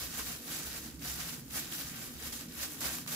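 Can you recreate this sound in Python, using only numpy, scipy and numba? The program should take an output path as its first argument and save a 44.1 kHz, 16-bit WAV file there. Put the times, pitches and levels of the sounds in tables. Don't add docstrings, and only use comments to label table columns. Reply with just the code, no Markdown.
import sys
import numpy as np
from scipy import signal
from scipy.fft import rfft, irfft
from scipy.io import wavfile
from scipy.ndimage import uniform_filter1d, map_coordinates
from numba import njit

SR = 44100
rng = np.random.default_rng(int(sys.argv[2]) if len(sys.argv) > 2 else 0)


def materialize(psi):
    bounded = np.clip(np.atleast_2d(psi).T, -1, 1)
    quanta = np.round(bounded * 32767).astype(np.int16)
    wavfile.write(sys.argv[1], SR, quanta)


def attenuation_scalar(level_db):
    decades = np.asarray(level_db, float) / 20
    return 10 ** decades


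N = 138915

LAG_S = .00007


def shape(x, points):
    hz, db = np.array(points, float).T
    f = np.arange(N // 2 + 1) * SR / N
    gain = attenuation_scalar(np.interp(np.log(f + 1), np.log(hz + 1), db))
    return irfft(rfft(x) * gain, N)


def band(x, hz, width):
    return signal.lfilter(*signal.iirpeak(hz, hz / width, fs=SR), x)


def unit(x):
    return x / np.sqrt(np.mean(x ** 2))


def walk(rate):
    hold = int(SR / rate)
    levels = rng.standard_normal(size=512)[np.arange(N) // hold]
    return unit(uniform_filter1d(levels, hold))


@njit
def ring(at, turn, decay, size, n):
    out = np.zeros(n + 4000)
    for k in range(len(at)):
        i = int(at[k]) + 1
        d = i - at[k]
        r = np.exp(-decay[k])
        now = size[k] * np.exp(-decay[k] * d) * np.sin(turn[k] * d)
        last = size[k] * np.exp(-decay[k] * (d - 1)) * np.sin(turn[k] * (d - 1))
        c = 2 * r * np.cos(turn[k])
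        for j in range(min(int(5.5 / decay[k]) + 2, 3900)):
            out[i + j] += now
            now, last = c * now - r * r * last, now
    return out[:n]


def pair(s, hz, cycles, size, pan_db, lag_s):
    turn = 2 * np.pi * hz / SR
    decay = np.log(10) * hz / SR / cycles
    ports = []
    for side in (1, -1):
        at = np.clip((s + side * lag_s / 2) * SR, 0, N - 1.)
        ports.append(ring(at, turn, decay, size * attenuation_scalar(side * pan_db / 2), N))
    return np.array(ports)


# (time of the peak [s], level [dB], time to swell by 10 dB [s], time to fade by 10 dB [s])
SQUEEZES = [(0.041, -37.2, 0.167, 0.051), (0.146, -41.0, 0.161, 0.077), (0.191, -35.7, 0.03, 0.074),
            (0.272, -41.2, 0.024, 0.076), (0.322, -39.2, 0.036, 0.069), (0.502, -40.8, 0.063, 0.152),
            (0.531, -38.6, 0.064, 0.152), (0.67, -42.4, 0.073, 0.035), (0.753, -41.8, 0.176, 0.101),
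            (0.85, -46.9, 0.197, 0.103), (1.047, -39.4, 0.033, 0.165), (1.102, -40.6, 0.042, 0.148),
            (1.206, -36.5, 0.036, 0.055), (1.291, -38.3, 0.047, 0.092), (1.559, -35.5, 0.039, 0.105),
            (1.725, -40.1, 0.022, 0.192), (1.816, -40.8, 0.135, 0.022), (1.868, -45.7, 0.114, 0.21),
            (2.056, -43.4, 0.238, 0.1), (2.159, -52.2, 0.221, 0.011), (2.268, -40.1, 0.074, 0.067),
            (2.329, -37.7, 0.009, 0.071), (2.411, -43.9, 0.072, 0.051), (2.631, -34.9, 0.068, 0.055),
            (2.715, -44.6, 0.041, 0.092), (2.806, -38.2, 0.002, 0.093), (2.856, -34.1, 0.049, 0.085),
            (2.942, -38.6, 0.11, 0.081), (3.075, -40.3, 0.002, 0.096), (3.125, -36.5, 0.028, 0.327)]


def effort():
    t = np.arange(N * 1000 // SR + 1) / 1000
    power = np.zeros(len(t))
    for peak, db, rise, fall in SQUEEZES:
        drop = 10 * np.maximum((peak - t) / rise, (t - peak) / fall)
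        power += attenuation_scalar(2 * (db - drop))
    return t, power


# (time [s], gain of the low creases [dB], length [s])
FOLDS = [
    (.195, 5, .025),
    (.30, 2, .04),
    (1.565, 3, .02),
    (2.855, 3.5, .03),
    (2.92, 2, .03),
]


def folds(s):
    return sum(db * np.exp(-((s - at) / length) ** 2) for at, db, length in FOLDS)


# (pitch [Hz], gain [dB])
FILM = [(350, -16), (700, -10), (1000, -10.5), (1480, -3.5), (2000, -5.5), (3300, -4), (7400, -1.5),
        (9000, -5)]
# (pitch [Hz], gain [dB])
SHEEN = [(9100, 0), (10500, 4.5), (15500, 5.5)]


def film():
    pool = 120000
    creases_per_s, rate_share = 34000, .3
    scatter_db, flutter_db = 2.3, .7
    body_share, body_hz = .07, 2000
    patchy_db, patch_hz = 1.6, 2500
    t, power = effort()
    place, chance, pitch = rng.random(size=(pool, 3)).T
    sign, length, pan, lag = rng.standard_normal(size=(pool, 4)).T
    s = place * N / SR
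    flutter = walk(70)[(place * N).astype(int)]
    p = np.interp(s, t, power) * attenuation_scalar(2 * flutter_db * flutter)
    rate = creases_per_s * (p / attenuation_scalar(-74)) ** rate_share
    rate = np.minimum(rate, pool * SR / N)
    live = np.clip((rate * N / SR / pool - chance) * 20, 0, 1)

    hz = 300 + 16500 * pitch ** 1.3
    scatter = attenuation_scalar(scatter_db * np.minimum(rng.exponential(size=pool), 5.2))
    size = live * np.sign(sign) * scatter * np.sqrt(p / rate * hz)
    low = 1 / (1 + (hz / body_hz) ** 4)
    size = size * (p / attenuation_scalar(-80)) ** (body_share * low)
    patches = np.array([walk(25)[::64] for _ in range(8)])
    patch = map_coordinates(patches, [hz / patch_hz, s * SR / 64], order=1, mode="nearest")
    size = size * attenuation_scalar(folds(s) * low + patchy_db * patch)

    k = live > 0
    cycles = 1.6 * np.exp(.3 * length)
    x = pair(s[k], hz[k], cycles[k], size[k], 3 * pan[k], LAG_S + .00012 * lag[k])
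    x = shape(shape(x, FILM), SHEEN)
    return unit(x) * np.sqrt(power.mean()) * attenuation_scalar(.1)


# (pitch [Hz], width [Hz], level [dB])
RUMBLE = [(66, 16, -9), (82, 30, -8), (133, 30, -2.5), (167, 30, -2), (235, 35, 0), (270, 50, -1),
          (325, 45, -5), (440, 140, -7)]


def rumble():
    total = np.zeros(N)
    for hz, width, db in RUMBLE:
        noise = rng.standard_normal(N)
        tone = unit(band(band(noise, hz, width), hz, 1.5 * width))
        total += attenuation_scalar(db + 2.2 * walk(9)) * tone
    return unit(total)


def kitchen():
    side = attenuation_scalar(-12.5) * rumble() * np.array([[1], [-1]])
    low = attenuation_scalar(-50.5) * (rumble() + side)
    deep = attenuation_scalar(-69.5) * unit(band(band(rng.standard_normal(N), 40, 16), 40, 24))
    hiss = shape(rng.standard_normal((2, N)), [(200, -10), (500, 13), (1000, 7), (3000, -2), (15000, -3)])
    return low + deep + attenuation_scalar(-62) * unit(hiss)


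# (time [s], level [dB])
THUDS = [(.03, -46), (.20, -48), (.26, -50), (.67, -48), (.75, -52), (.83, -51), (.95, -52), (1.09, -47),
         (1.22, -53), (1.46, -52), (1.55, -53), (1.8, -56), (2.16, -51), (2.24, -52), (2.33, -52),
         (2.58, -47), (2.86, -47), (3.13, -54)]


def board():
    thud_hz, rise_s, t60_s = 66, .03, .42
    d = np.arange(SR // 2) / SR
    out = np.zeros(N + 2 * SR)
    swell = (1 - np.exp(-(d / rise_s) ** 2)) * attenuation_scalar(-60 * d / t60_s)
    for s, db in THUDS:
        detune, phase = rng.random(size=2)
        hz = thud_hz * (1 + .12 * (detune - .5))
        i = int((s - rise_s) * SR) + SR
        out[i:i + len(d)] += attenuation_scalar(db) * swell * np.sin(2 * np.pi * (hz * d + phase))
    return attenuation_scalar(6) * out[SR:SR + N] * np.array([[.87], [1.13]])


# (time [s], peak level [dB], pitch [Hz], left minus right [dB])
SNAPS = [(0.9434, -42, 6800, -1.0), (0.9924, -39, 10300, -2.0), (1.0231, -33, 6900, -1.0),
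         (1.5065, -36, 3190, -2.0), (1.722, -30, 4090, 1.0), (2.2223, -33, 5330, -1.0),
         (2.3256, -30, 7580, -1.0), (2.4084, -32, 2420, -1.5), (2.4844, -41, 4480, -2.0),
         (2.5094, -41, 4260, -2.5), (2.5204, -38, 6750, -1.0), (2.806, -28, 7620, -0.5),
         (2.9836, -25, 1460, -4.0), (3.0619, -38, 1420, 0.0), (3.0734, -33, 7430, 2.0),
         (3.0764, -29, 7320, 0.0)]


def snaps():
    s, db, hz, pan = np.repeat(np.array(SNAPS), 10, axis=0).T
    detune, delay, level, lag = rng.standard_normal(size=(len(s), 4)).T
    near = hz * np.exp(.15 * detune)
    broad = np.clip(7000 * np.exp(.5 * detune), 2500, 15000)
    tick = np.where(np.arange(len(s)) % 2, near, broad)
    size = np.sign(delay) * attenuation_scalar(db - 3 + 2.5 * level) * np.minimum(tick / 6000, 1) ** .55
    at = s + .001 + .0018 * np.abs(delay) * np.minimum(hz / 4000, 1)
    x = pair(at, tick, 2.5 + 0 * s, size, pan, LAG_S + .00012 * lag)
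    return shape(x, [(400, -14), (1200, 0), (4000, 1.5)])


def room(near):
    t60_s, top_hz = .08, 12000
    t = np.arange(int(.25 * SR)) / SR
    tail = rng.standard_normal((2, len(t))) * attenuation_scalar(-60 * t / t60_s) * (t > .0008)
    tail = signal.lfilter(*signal.butter(1, top_hz, fs=SR), tail)
    tail = tail / np.sqrt((tail ** 2).sum(axis=1, keepdims=True))
    return attenuation_scalar(-10) * signal.fftconvolve(near, tail, axes=1)[:, :N]


def scene():
    near = film() + snaps()
    return near + room(near) + board() + kitchen()


# (pitch [Hz], left minus right [dB])
PORTS = [(40, -4.5), (200, -1), (1300, -2), (3500, -.6), (5500, -2.5), (7500, -5.5), (8400, 1), (14000, 2)]


def microphone(dry):
    left = shape(dry[0], [(hz, db / 2) for hz, db in PORTS])
    right = shape(dry[1], [(hz, -db / 2) for hz, db in PORTS])
    return np.array([left, right])


def band_limit(x):
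    return signal.sosfilt(signal.butter(12, 16700, fs=SR, output="sos"), x)


def record(dry):
    top_hz = 15600
    mix = shape(microphone(dry), [(top_hz, 0), (1.02 * top_hz, -70)])
    return band_limit(mix)


dry = scene()
out = record(dry)
materialize(out)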